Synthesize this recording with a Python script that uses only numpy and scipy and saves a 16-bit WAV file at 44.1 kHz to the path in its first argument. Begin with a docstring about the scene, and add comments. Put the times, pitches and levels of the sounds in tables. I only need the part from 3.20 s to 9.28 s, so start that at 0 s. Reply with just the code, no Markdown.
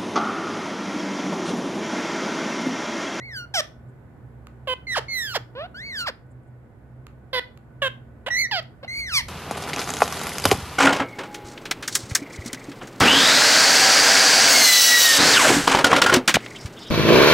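"""A small room: a pet parrot on a hand chatters in clucks and gliding squeaks, close to a stereo microphone.
Its syrinx pulses through the resonances of windpipe and beak, and rasps at low pitch.
It bows to a phone lying below it and rises again, so its voice shifts between the two ports.
Its beak clicks a few times; it rustles faintly as it shifts. A low hum and a soft rumble lie underneath.
Low handling noise swells at the end as the microphone is moved."""
import sys
import numpy as np
from scipy import signal
from scipy.fft import rfft, irfft, next_fast_len
from scipy.io import wavfile
from scipy.ndimage import uniform_filter1d

SR = 44100
rng = np.random.default_rng(int(sys.argv[2]) if len(sys.argv) > 2 else 0)


def dump(signal):
    """Clip the signal to [-1, 1] and save it as 16-bit WAV at the path in sys.argv[1]."""
    limited = np.clip(np.atleast_2d(signal).T, -1, 1)
    pcm = np.round(limited * 32767).astype(np.int16)
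    wavfile.write(sys.argv[1], SR, pcm)


N = 268260
TIME_S = np.arange(N) / SR
CUTOFF_HZ = 15800

# Arched whines. Each row: name; start, length, time to crest and arch width in seconds; rest and crest
# pitch in Hz; level in dB; swell in dB/s; push delay after the crest in seconds; push in dB;
# brightness in dB/octave.
WHINES = [ ("first whine", 0, .256, .056, .083, 1405, 2228, -39.7, 0, .12, 7.8, -1.5),
          ("arched whine", 2.543, .308, .124, .099, 1330, 2250, -35.5, 22, .133, 5.3, 1.4), ]
# Short pressed calls. Each row: name, start and length in seconds, middle pitch in Hz, glide in
# octaves/s, sharp onset as a share of pitch, level and swell in dB, brightness in dB/octave.
BARKS = [ ("squawk", .339, 0.071, 690, -7.2, .08, -21.3, 3.2, .7),
         ("first cluck", 1.472, .069, 509, .1, .21, -23.8, .8, .2),
         ("second cluck", 4.13, 0.068, 502, -.5, .11, -22.5, 0.95, -1.26),
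         ("third cluck", 4.618, 0.066, 535, -1.4, .11, -20.6, -4, -1.04),
         ("yap", 5.311, .092, 750, -5.8, .14, -23.5, -4.5, .3), ]
# Sagging whistles. Each row: name, start and length in seconds, first and last pitch in Hz,
# attack in seconds, level in dB, open brightness in dB/octave.
SLIDES = [ ("short slide", 1.668, 0.071, 2120, 1870, .098, -24.2, 3),
          ("long slide", 1.882, .249, 2190, 1390, .105, -25.2, 3.7), ]
# Croaks that end a call, by name. Each row: length and attack in seconds, last pitch in Hz,
# level in dB, brightness in dB/octave.
CROAKS = {"short slide": (.059, .044, 420, -18.6, 2.8), "long slide": (.05, .027, 415, -20.2, 2.4),
          "arched whine": (.054, .025, 470, -23.5, 1.5)}
# Soft rising calls. Each row: name, start and length in seconds, first and last pitch in Hz,
# exponent of the rise, level and drop at the ends in dB, brightness in dB/octave.
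COOS = [ ("coo", 2.35, .118, 466, 772, 0.96, -32, 8.6, -6),
        ("chirrup", 5.062, .03, 480, 1200, 2.5, -26.5, .8, 2.5),
        ("peep", 5.628, .027, 521, 900, 2.1, -35.5, 6.4, -2.9), ]
# Two freely sung curves. Each row: time in seconds, pitch in Hz, relative level in dB.
WHISTLE = [(5.103, 1904, -31), (5.109, 1914, -25), (5.165, 2000, -24), (5.195, 2187, -21),
           (5.219, 2156, -22), (5.257, 1913, -26), (5.267, 1837, -32), (5.274, 1822, -38)]
SQUEAL = [(5.678, 2027, -36.5), (5.74, 2192, -35), (5.796, 2257, -31), (5.858, 2041, -37.5),
          (5.876, 1917, -35.5), (5.91, 1428, -37.5), (5.946, 1198, -24.5), (5.978, 1087, -20),
          (6.014, 869, -36)]
# Sung calls. Each row: name, curve, gain in dB, brightness at the loudest in dB/octave.
SUNG = [("whistle", WHISTLE, 1.6, .6), ("squeal", SQUEAL, 3.6, 10)]
# Voice of each call. Each row: name, head pose, roughness 0-1, near reflection share, hiss in dB,
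# room send in dB.
VOICES = [ ("first whine", "raised", .1, .24, -29, -19), ("squawk", "raised", 0.35, 0.12, -22, -17),
          ("first cluck", "bowed", 0.28, 0.13, -29.5, -18), ("short slide", "bowed", .48, 0.13, -30.5, -17),
          ("long slide", "bowed", 0.42, 0.43, -28, -21), ("coo", "raised", 0.52, 0.093, -52, -19),
          ("arched whine", "raised", 0.5, 0.14, -28.5, -22),
          ("second cluck", "bowed", 0.53, 0.33, -35, -15),
          ("third cluck", "bowed", 0.49, 0.059, -40, -17.5), ("chirrup", "bowed", 0.57, .05, -34, -15),
          ("whistle", "bowed", 0.23, 0.13, -39, -18.5), ("yap", "bowed", 0.36, 0.13, -38, -18.5),
          ("peep", "raised", 1, 0.48, -38, -15), ("squeal", "raised", 0.42, 0.05, -25.5, -17), ]
# Windpipe and beak resonances, by call. Each row: centre in Hz, width in Hz, gain in dB.
THROATS = { "first whine": [(1628, 270, 4.5), (5170, 570, -4), (5610, 1200, -19), (11110, 2500, -28.5),
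           (11200, 1800, -32)], "squawk": [(492, 330, -2.5), (1800, 420, -5.5), (3334, 290, -3),
           (5600, 390, -5.5), (8560, 550, -19), (13570, 2630, -38.5)], "first cluck": [(660, 195, 3),
           (1040, 930, -7), (3064, 210, -3), (4600, 530, -33.5), (9140, 5000, -46), (9720, 2500, -39)],
           "short slide": [(584, 310, 2.5), (1730, 660, -6), (2910, 240, -5), (4620, 1720, -17),
           (9530, 720, -30), (13730, 720, -40.5)], "long slide": [(645, 630, 2.5), (1667, 685, -1),
           (3170, 330, -2.5), (4920, 2600, -16), (10930, 1990, -31.5), (14090, 1400, -32)],
           "coo": [(660, 1600, -8.5), (1900, 370, -12.5), (2470, 490, -21), (3700, 1140, -9)],
           "arched whine": [(554, 280, -5), (1580, 353, -2.5), (3390, 720, -12), (4690, 390, -10.5),
           (11350, 2200, -16), (11400, 2000, -16)], "second cluck": [(738, 246, -0.5), (1916, 180, -2),
           (3290, 254, 0), (4240, 1180, -12.5), (10200, 2300, -31), (13300, 1500, -36)],
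           "third cluck": [(600, 394, -3.5), (1597, 280, 0.5), (3030, 300, 2), (3780, 600, -12.5),
           (6470, 700, -38), (11700, 3300, -57)], "chirrup": [(647, 98, -1), (1810, 630, -15),
           (3070, 250, -14), (3750, 580, -25), (9560, 3600, -36.5), (10030, 2500, -37.5)],
           "whistle": [(1823, 210, -0.5), (4900, 620, -6.5), (5900, 830, -12), (13400, 1200, -29.5),
           (12900, 2470, -32)], "yap": [(466, 175, 4.5), (1830, 410, -3), (3126, 268, -0.5),
           (4710, 540, -7.5), (8600, 2400, -42), (13000, 1100, -36)], "peep": [(600, 920, 2.5),
           (1640, 460, -6), (2750, 530, -39), (4000, 1000, -4)], "squeal": [(570, 556, 1), (2050, 710, 1.5),
           (4480, 910, -9), (5870, 475, -14), (8600, 1400, -30.5), (12000, 1600, -38.5)], }
# Brief vibratos. Each row: centre and half length in seconds, rate in Hz, depth as a share of pitch.
WARBLES = [(5.192, 0.05, 49.8, 0.034), (5.754, 0.055, 50.3, 0.028)]
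# Air hissing through the syrinx. Each row: frequency in Hz, relative density in dB.
HISS_SPECTRUM = [(1500, -19.5), (3200, -18.5), (5500, -5), (7300, -3), (9500, -3.5), (12500, -1),
                 (15500, -8.5)]
# Lag of the left port in milliseconds, by head pose.
LEFT_LAG_MS = {"raised": -0.14, "bowed": 0.091}
# Port balance, by head pose. Each row: frequency in Hz, left minus right in dB.
PORT_BALANCE = { "raised": [(700, -2.5), (1800, 0.5), (3500, -2.5), (5600, -2), (8800, 10.5),
                (13000, -2.5)], "bowed": [(700, -2.5), (1800, -3), (3300, -6), (5600, -8.5), (8800, -0.5),
                (13000, -12.5)], }
# Room decay. Each row: frequency in Hz, T60 in seconds.
ROOM_T60 = [(400, 0.39), (1500, 0.25), (4000, 0.28), (8000, 0.23), (15000, 0.32)]
# Colour of the room tail. Each row: frequency in Hz, relative gain in dB.
ROOM_COLOUR = [(300, -10.5), (1500, 3.5), (4000, -5), (8000, -3.5), (15000, -7)]
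# Hum tones. Each row: frequency in Hz, relative level in dB.
HUM_TONES = [(64.6, -55.5), (123.8, -49), (231.5, -61)]
# Airy ring in the room noise: centre in Hz, width in Hz, level in dB.
FAINT_RING = (1490, 52, -71.5)
# Room rumble. Each row: frequency in Hz, relative density in dB.
RUMBLE_SPECTRUM = [(25, -35.5), (45, -4), (85, 0), (130, 5.5), (165, -4.5), (260, -6), (400, -10),
                   (650, -13.5), (1250, -23), (1900, -27), (2700, -39.5), (4000, -47), (6000, -52.5),
                   (8000, -48.5), (15000, -51)]
# Background gain: steps down halfway, creeps back. Each row: time in seconds, gain in dB.
BACKGROUND_GAIN = [(0, 1.2), (2.85, 2), (3.05, -0.8), (6.08, 2)]
# Rustles. Each row: centre and half length in seconds, level in dB.
RUSTLES = [(.695, .012, -77), (3.068, 0.0026, -77), (3.117, .012, -72.5), (3.235, 0.0022, -73),
           (3.28, 0.012, -79)]
# Rustle colour. 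Each row: frequency in Hz, relative density in dB.
RUSTLE_SPECTRUM = [(5000, -42), (7200, 6.5), (9200, 9), (12000, -25)]
# Beak clicks. Each row: start in seconds, peak in dB, gain of the lowest mode in dB.
CLICKS = [(1.2703, -32, -1.5), (3.868, -31, -4.5), (4.375, -38, -6.5), (5.429, -38.5, -6)]
# Beak modes. Each row: centre in Hz, width in Hz, gain in dB.
BEAK_MODES = [(1210, 150, 5), (2640, 880, -9), (4440, 780, -14.5), (7080, 670, -17), (11800, 1100, -21)]
# Handling noise envelope. Each row: time in seconds, level in dB.
HANDLING_LEVEL = [(0, -99), (5.55, -67), (5.8, -46.5), (6.08, -38.5)]
# Handling noise colour. Each row: frequency in Hz, relative density in dB.
HANDLING_SPECTRUM = [(25, -38.5), (48, 1.5), (90, -3.5), (200, -21.5), (600, -53.5)]
# Microphone treble. Each row: frequency in Hz, gain in dB.
MIC_COLOUR = [(5500, 0), (6400, 0), (7300, 2), (8300, -2.5), (9500, 0.5), (10700, -1.5), (11900, 0),
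              (12800, -1.5), (13800, 0.5), (15600, -8.5)]


def from_db(db):
    """Decibels to gain."""
    return 10 ** (np.asarray(db) / 20)


def unit_rms(x):
    """Scale to unit power."""
    return x / np.sqrt(np.mean(x ** 2) + 1e-20)


def at_time(rows, t):
    """Columns of a curve at times t."""
    times_s, *columns = np.transpose(rows)
    return [np.interp(t, times_s, column) for column in columns]


def at_hz(points, hz):
    """Interpolate on a log-frequency axis."""
    points_hz, values = np.transpose(points)
    return np.interp(np.log(np.maximum(hz, 1)), np.log(points_hz), values)


def filtered(x, response):
    """Apply a response given as a function of Hz."""
    size = next_fast_len(x.shape[-1] + 512)
    hz = np.arange(size // 2 + 1) * SR / size
    return irfft(rfft(x, size) * response(hz), size)[..., :x.shape[-1]]


def coloured(x, spectrum):
    """Apply a gain curve in dB."""
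    return filtered(x, lambda hz: from_db(at_hz(spectrum, hz)))


def noise(spectrum):
    """Coloured noise, unit power."""
    return unit_rms(coloured(rng.standard_normal(N), spectrum))


def drift(rate_hz, size):
    """Smooth random wander, unit power."""
    pole = np.exp(-2 * np.pi * rate_hz / SR)
    white = rng.standard_normal(size + SR // 2)
    return unit_rms(signal.lfilter([1], [1, -2 * pole, pole * pole], white)[-size:])


def resonances(modes, hz):
    """Response of parallel resonances with alternating signs."""
    return sum((-1) ** k * from_db(db) * hz * width / (hz * width + 1j * (hz ** 2 - centre ** 2))
               for k, (centre, width, db) in enumerate(modes))


def add(track, start_s, sound):
    """Mix a sound into a track."""
    at = max(round(start_s * SR), 0)
    track[..., at:at + sound.shape[-1]] += sound[..., :max(N - at, 0)]


def steps(length_s):
    """Control grid of a call: seconds elapsed, share elapsed."""
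    share = np.linspace(0, 1, 200)
    return share * length_s, share


def whine_course(start_s, length_s, crest_s, width_s, rest_hz, crest_hz, db, swell_db_per_s,
                 push_s, push_db, brightness, rise_share=.82, push_width_s=.037, edge_s=.018):
    """Pitch arches over a pure crest; a push on the way down is louder and brighter. Soft, dull ends."""
    t, _ = steps(length_s)
    past_s = t - crest_s
    arch = np.exp(-(past_s / width_s / np.where(past_s < 0, rise_share, 1)) ** 2)
    push = np.exp(-((past_s - push_s) / push_width_s) ** 2)
    edge = np.exp(-np.minimum(t, length_s - t) / edge_s)
    pitch_hz = rest_hz + (crest_hz - rest_hz) * arch
    level_db = db + swell_db_per_s * past_s + push_db * push - 3.5 * edge
    tilt_db_per_oct = brightness + 6.3 * push - 7.5 * arch ** 2 - 8.5 * edge
    return np.column_stack([start_s + t, pitch_hz, level_db, tilt_db_per_oct])


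def syrinx(course, throat, roughness, reflection, hiss_db, slack_hz=1400, sway=.023, quiver=.0037,
           jitter_ms=.051, shimmer=.25, rasp_db=-15, echo_ms=.4135, smear_hz=3400, edge_s=.0022):
    """The syrinx pulses through the throat; at low pitch its slack membranes beat unevenly and rasp."""
    t = np.arange(course[0][0], course[-1][0], 1 / SR)
    # Muscles round off each turn of the course.
    controls = uniform_filter1d(np.array(at_time(course, t)), size=400, axis=1, mode="nearest")
    pitch_hz, level_db, tilt_db_per_oct = controls
    rough = roughness / (1 + (pitch_hz / slack_hz) ** 4)
    wobble = 1 + sway * rough * drift(270, len(t)) + quiver * drift(130, len(t))
    pitch_hz = pitch_hz * warble(t) * wobble
    # Pulse jitter turns high overtones into noise.
    cycles = np.cumsum(pitch_hz) / SR
    late_ms = jitter_ms * rough * np.interp(cycles, np.arange(1000), rng.standard_normal(1000))
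    phase = 2 * np.pi * (cycles - pitch_hz * late_ms / 1000)

    def tract(hz):
        """Throat response, rippled by a near reflection."""
        return resonances(throat, hz) * (1 + reflection * np.exp(-2j * np.pi * hz * echo_ms / 1000))

    harmonic = np.arange(1, int(CUTOFF_HZ / pitch_hz.min()) + 1)[:, None]
    partial_hz = harmonic * pitch_hz
    partials = tract(partial_hz) * from_db(tilt_db_per_oct * np.log2(harmonic)) * (partial_hz < SR * .4)
    partials *= np.exp(-1j * np.pi * (partial_hz / smear_hz) ** 2)  # the windpipe delays the treble
    partials /= np.sqrt(np.sum(abs(partials) ** 2, axis=0) / 2)
    tone = np.sum(partials * np.exp(1j * harmonic * phase), axis=0).real
    tone *= 1 + shimmer * rough * drift(270, len(t))
    # Turbulence passes once a cycle; a pressed, bright voice hisses more.
    puffs = rng.standard_normal((2, len(t))) * (1 + np.cos(phase))
    rasp = unit_rms(filtered(puffs[0], lambda hz: tract(hz) * hz / (hz + 2500)))
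    hiss = unit_rms(coloured(puffs[1], HISS_SPECTRUM))
    hiss *= from_db(hiss_db + .7 * (tilt_db_per_oct - tilt_db_per_oct.mean()))
    fade = np.clip(np.minimum(t - t[0], t[-1] - t) / edge_s, 0, 1)
    return (tone + from_db(rasp_db) * rough * rasp + hiss) * from_db(level_db) * fade


def ports(x, pose):
    """Head pose sets the lag and colour difference between the two microphone ports."""
    side = np.array([[.5], [-.5]])

    def response(hz):
        gain = from_db(side * at_hz(PORT_BALANCE[pose], hz))
        lag = np.exp(-2j * np.pi * hz * side * LEFT_LAG_MS[pose] / 1000)
        return gain / np.sqrt(np.mean(gain ** 2, axis=0)) * lag
    return filtered(x, response)


def scatter(x, gain_db=-12, peak_s=.001, highpass_hz=4500):
    """Hand, phone and body throw back short waves within milliseconds, differently at each port."""
    t = TIME_S[:SR // 60]
    paths = rng.standard_normal((2, len(t))) * t * np.exp(-t / peak_s)
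    paths /= np.sqrt(np.sum(paths ** 2) / 2)
    treble = filtered(x, lambda hz: 1j * hz / (1j * hz + highpass_hz))
    return from_db(gain_db) * signal.fftconvolve(treble[None], paths, axes=1)


def room(x, first_wall_s=.0088):
    """Diffuse tail, different at each port; the bass rings longest."""
    t = TIME_S[:SR * 3 // 4]
    edges_hz = np.geomspace(200, 18000, 10)
    tail = np.zeros((2, len(t)))
    for low_hz, high_hz in zip(edges_hz, edges_hz[1:]):
        hz = np.sqrt(low_hz * high_hz)
        bandpass = signal.butter(2, [low_hz, high_hz], "band", fs=SR, output="sos")
        band = signal.sosfilt(bandpass, rng.standard_normal(tail.shape))
        tail += band * from_db(at_hz(ROOM_COLOUR, hz) - 60 * t / at_hz(ROOM_T60, hz))
    tail *= np.clip(t / first_wall_s - .5, 0, 1)
    tail /= np.sqrt(np.sum(tail ** 2) / 2)
    return signal.fftconvolve(x[None], tail, axes=1)[:, :N]


def hum(gain_db=-1, waver=.62, wander_hz=2):
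    """Low tones, each wavering in level and pitch."""
    tones = np.zeros(N)
    for hz, db in HUM_TONES:
        amplitude = from_db(db + gain_db) * np.sqrt(2) * (1 + waver * drift(4.6, N))
        phase = 2 * np.pi * np.cumsum(hz + wander_hz * drift(4.26, N)) / SR
        tones += amplitude * np.sin(phase)
    return tones


def faint_ring():
    """A narrow, airy band of room noise."""
    band = filtered(rng.standard_normal(N), lambda hz: abs(resonances([FAINT_RING], hz)) ** 2)
    return from_db(FAINT_RING[2]) * unit_rms(band)


def rumble(mid_db=-49.5, bass_side_db=-12):
    """Dull room noise; short waves differ more from port to port."""
    side = filtered(noise(RUMBLE_SPECTRUM), lambda hz: np.minimum(from_db(bass_side_db) + hz / 2500, 1))
    return from_db(mid_db) * (noise(RUMBLE_SPECTRUM) + np.array([side, -side]))


def bark_course(start_s, length_s, hz, glide_oct_per_s, sharp, db, swell_db, brightness,
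                settle_s=.006, droop=.05, droop_s=.005, ends_db=3.2):
    """A pressed call starts sharp, settles, glides and droops; both ends are weaker."""
    t, share = steps(length_s)
    bend = 1 + sharp * np.exp(-t / settle_s) - droop * np.exp((t - length_s) / droop_s)
    pitch_hz = hz * 2 ** (glide_oct_per_s * (t - length_s / 2)) * bend
    level_db = db + swell_db * (share - .5) - ends_db * (2 * share - 1) ** 4
    return np.column_stack([start_s + t, pitch_hz, level_db, np.full_like(t, brightness)])


def rustles():
    """Tiny puffs of high noise as the bird shifts."""
    envelope = sum(from_db(db) * np.exp(-((TIME_S - at_s) / half_s) ** 2) for at_s, half_s, db in RUSTLES)
    return noise(RUSTLE_SPECTRUM) * envelope


def beak_click(peak_db, knock_db):
    """A snap rings the beak for milliseconds; a firm one brings out its lowest mode."""
    hz = np.linspace(0, SR / 2, 513)
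    ring = irfft(from_db(knock_db) * resonances(BEAK_MODES[:1], hz) - resonances(BEAK_MODES[1:], hz))
    return from_db(peak_db) * ring / abs(ring).max()


def slide_course(start_s, length_s, first_hz, last_hz, attack_s, db, brightness,
                 attack_db=9.5, fade_db_per_s=66, dull_db_per_oct=12.5, open_s=.048):
    """A nearly pure whistle swells, opens up and fades; its pitch sags ever faster."""
    t, share = steps(length_s)
    pitch_hz = first_hz + (last_hz - first_hz) * share ** 1.45
    onset = np.maximum(1 - t / attack_s, 0) ** 2.6
    level_db = db - attack_db * onset - fade_db_per_s * np.maximum(t - attack_s, 0)
    tilt_db_per_oct = brightness - dull_db_per_oct * np.exp(-t / open_s)
    return np.column_stack([start_s + t, pitch_hz, level_db, tilt_db_per_oct])


def with_croak(course, length_s, attack_s, last_hz, db, brightness,
               catch_db=3, release_s=.016, release_db=12):
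    """The syrinx goes slack at the end: pitch tumbles while the voice catches, swells and lets go."""
    start_s, first_hz, first_db, first_tilt = course[-1]
    t, share = steps(length_s)
    pitch_hz = first_hz * (last_hz / first_hz) ** (np.sin(np.pi / 2 * share) ** 2)
    attack = np.minimum(t / attack_s, 1)
    release = np.maximum(1 - (length_s - t) / release_s, 0)
    catch = np.sin(np.pi * np.sqrt(attack)) ** 2
    level_db = first_db + (db - first_db) * attack - catch_db * catch - release_db * release
    tilt_db_per_oct = first_tilt + (brightness - first_tilt) * attack - 2.5 * catch - 4 * release
    croak = np.column_stack([start_s + t, pitch_hz, level_db, tilt_db_per_oct])
    return np.vstack([course[:-1], croak])


def coo_course(start_s, length_s, first_hz, last_hz, rise_power, db, ends_db, brightness):
    """Pitch rises under one arch of loudness."""
    t, share = steps(length_s)
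    pitch_hz = first_hz * (last_hz / first_hz) ** (share ** rise_power)
    level_db = db - ends_db * (2 * share - 1) ** 2
    return np.column_stack([start_s + t, pitch_hz, level_db, np.full_like(t, brightness)])


def sung_course(curve, gain_db, brightness, tilt_per_db=.38, dull_db_per_oct=4.5, open_s=.012):
    """A freely sung call starts pure, then brightens with effort."""
    start_s = curve[0][0]
    t, _ = steps(curve[-1][0] - start_s)
    pitch_hz, level_db = at_time(curve, start_s + t)
    effort_db = level_db - level_db.max()
    tilt_db_per_oct = brightness + tilt_per_db * effort_db - dull_db_per_oct * np.exp(-t / open_s)
    return np.column_stack([start_s + t, pitch_hz, level_db + gain_db, tilt_db_per_oct])


def warble(t):
    """Pitch factor of the fast vibratos in the sung calls."""
    return 1 + sum(depth * np.exp(-((t - at_s) / half_s) ** 4) * np.cos(2 * np.pi * rate_hz * (t - at_s))
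                   for at_s, half_s, rate_hz, depth in WARBLES)


def handling():
    """Low noise as the microphone is moved."""
    return from_db(at_time(HANDLING_LEVEL, TIME_S)[0]) * noise(HANDLING_SPECTRUM)


def scene(click_room_db=-12.5, background_balance_db=.94):
    """The bird close by and its room tail, over a background that leans right."""
    kinds = [(WHINES, whine_course), (BARKS, bark_course), (SLIDES, slide_course),
             (COOS, coo_course), (SUNG, sung_course)]
    courses = {name: shape(*row) for table, shape in kinds for name, *row in table}
    for name, croak in CROAKS.items():
        courses[name] = with_croak(courses[name], *croak)
    sounds = [(at_s, beak_click(db, knock_db), "bowed", click_room_db) for at_s, db, knock_db in CLICKS]
    for name, pose, roughness, reflection, hiss_db, room_db in VOICES:
        call = syrinx(courses[name], THROATS[name], roughness, reflection, hiss_db)
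        sounds.append((courses[name][0][0], call, pose, room_db))
    near, room_send = np.zeros((2, N)), np.zeros(N)
    for start_s, sound, pose, room_db in sounds:
        add(near, start_s, ports(sound, pose))
        add(near, start_s, scatter(sound))
        add(room_send, start_s, from_db(room_db) * sound)
    bird = near + rustles() + room(room_send)
    background = (hum() + faint_ring() + rumble()) * from_db(at_time(BACKGROUND_GAIN, TIME_S)[0])
    balance = from_db([[-background_balance_db], [background_balance_db]])
    return bird + (background + handling()) * balance


def record(dry):
    """The microphone ripples the treble; the top is cut steeply."""
    lowpass = signal.ellip(10, .2, 70, CUTOFF_HZ, fs=SR, output="sos")
    return signal.sosfilt(lowpass, coloured(dry, MIC_COLOUR))


dry = scene()
out = record(dry)
dump(out)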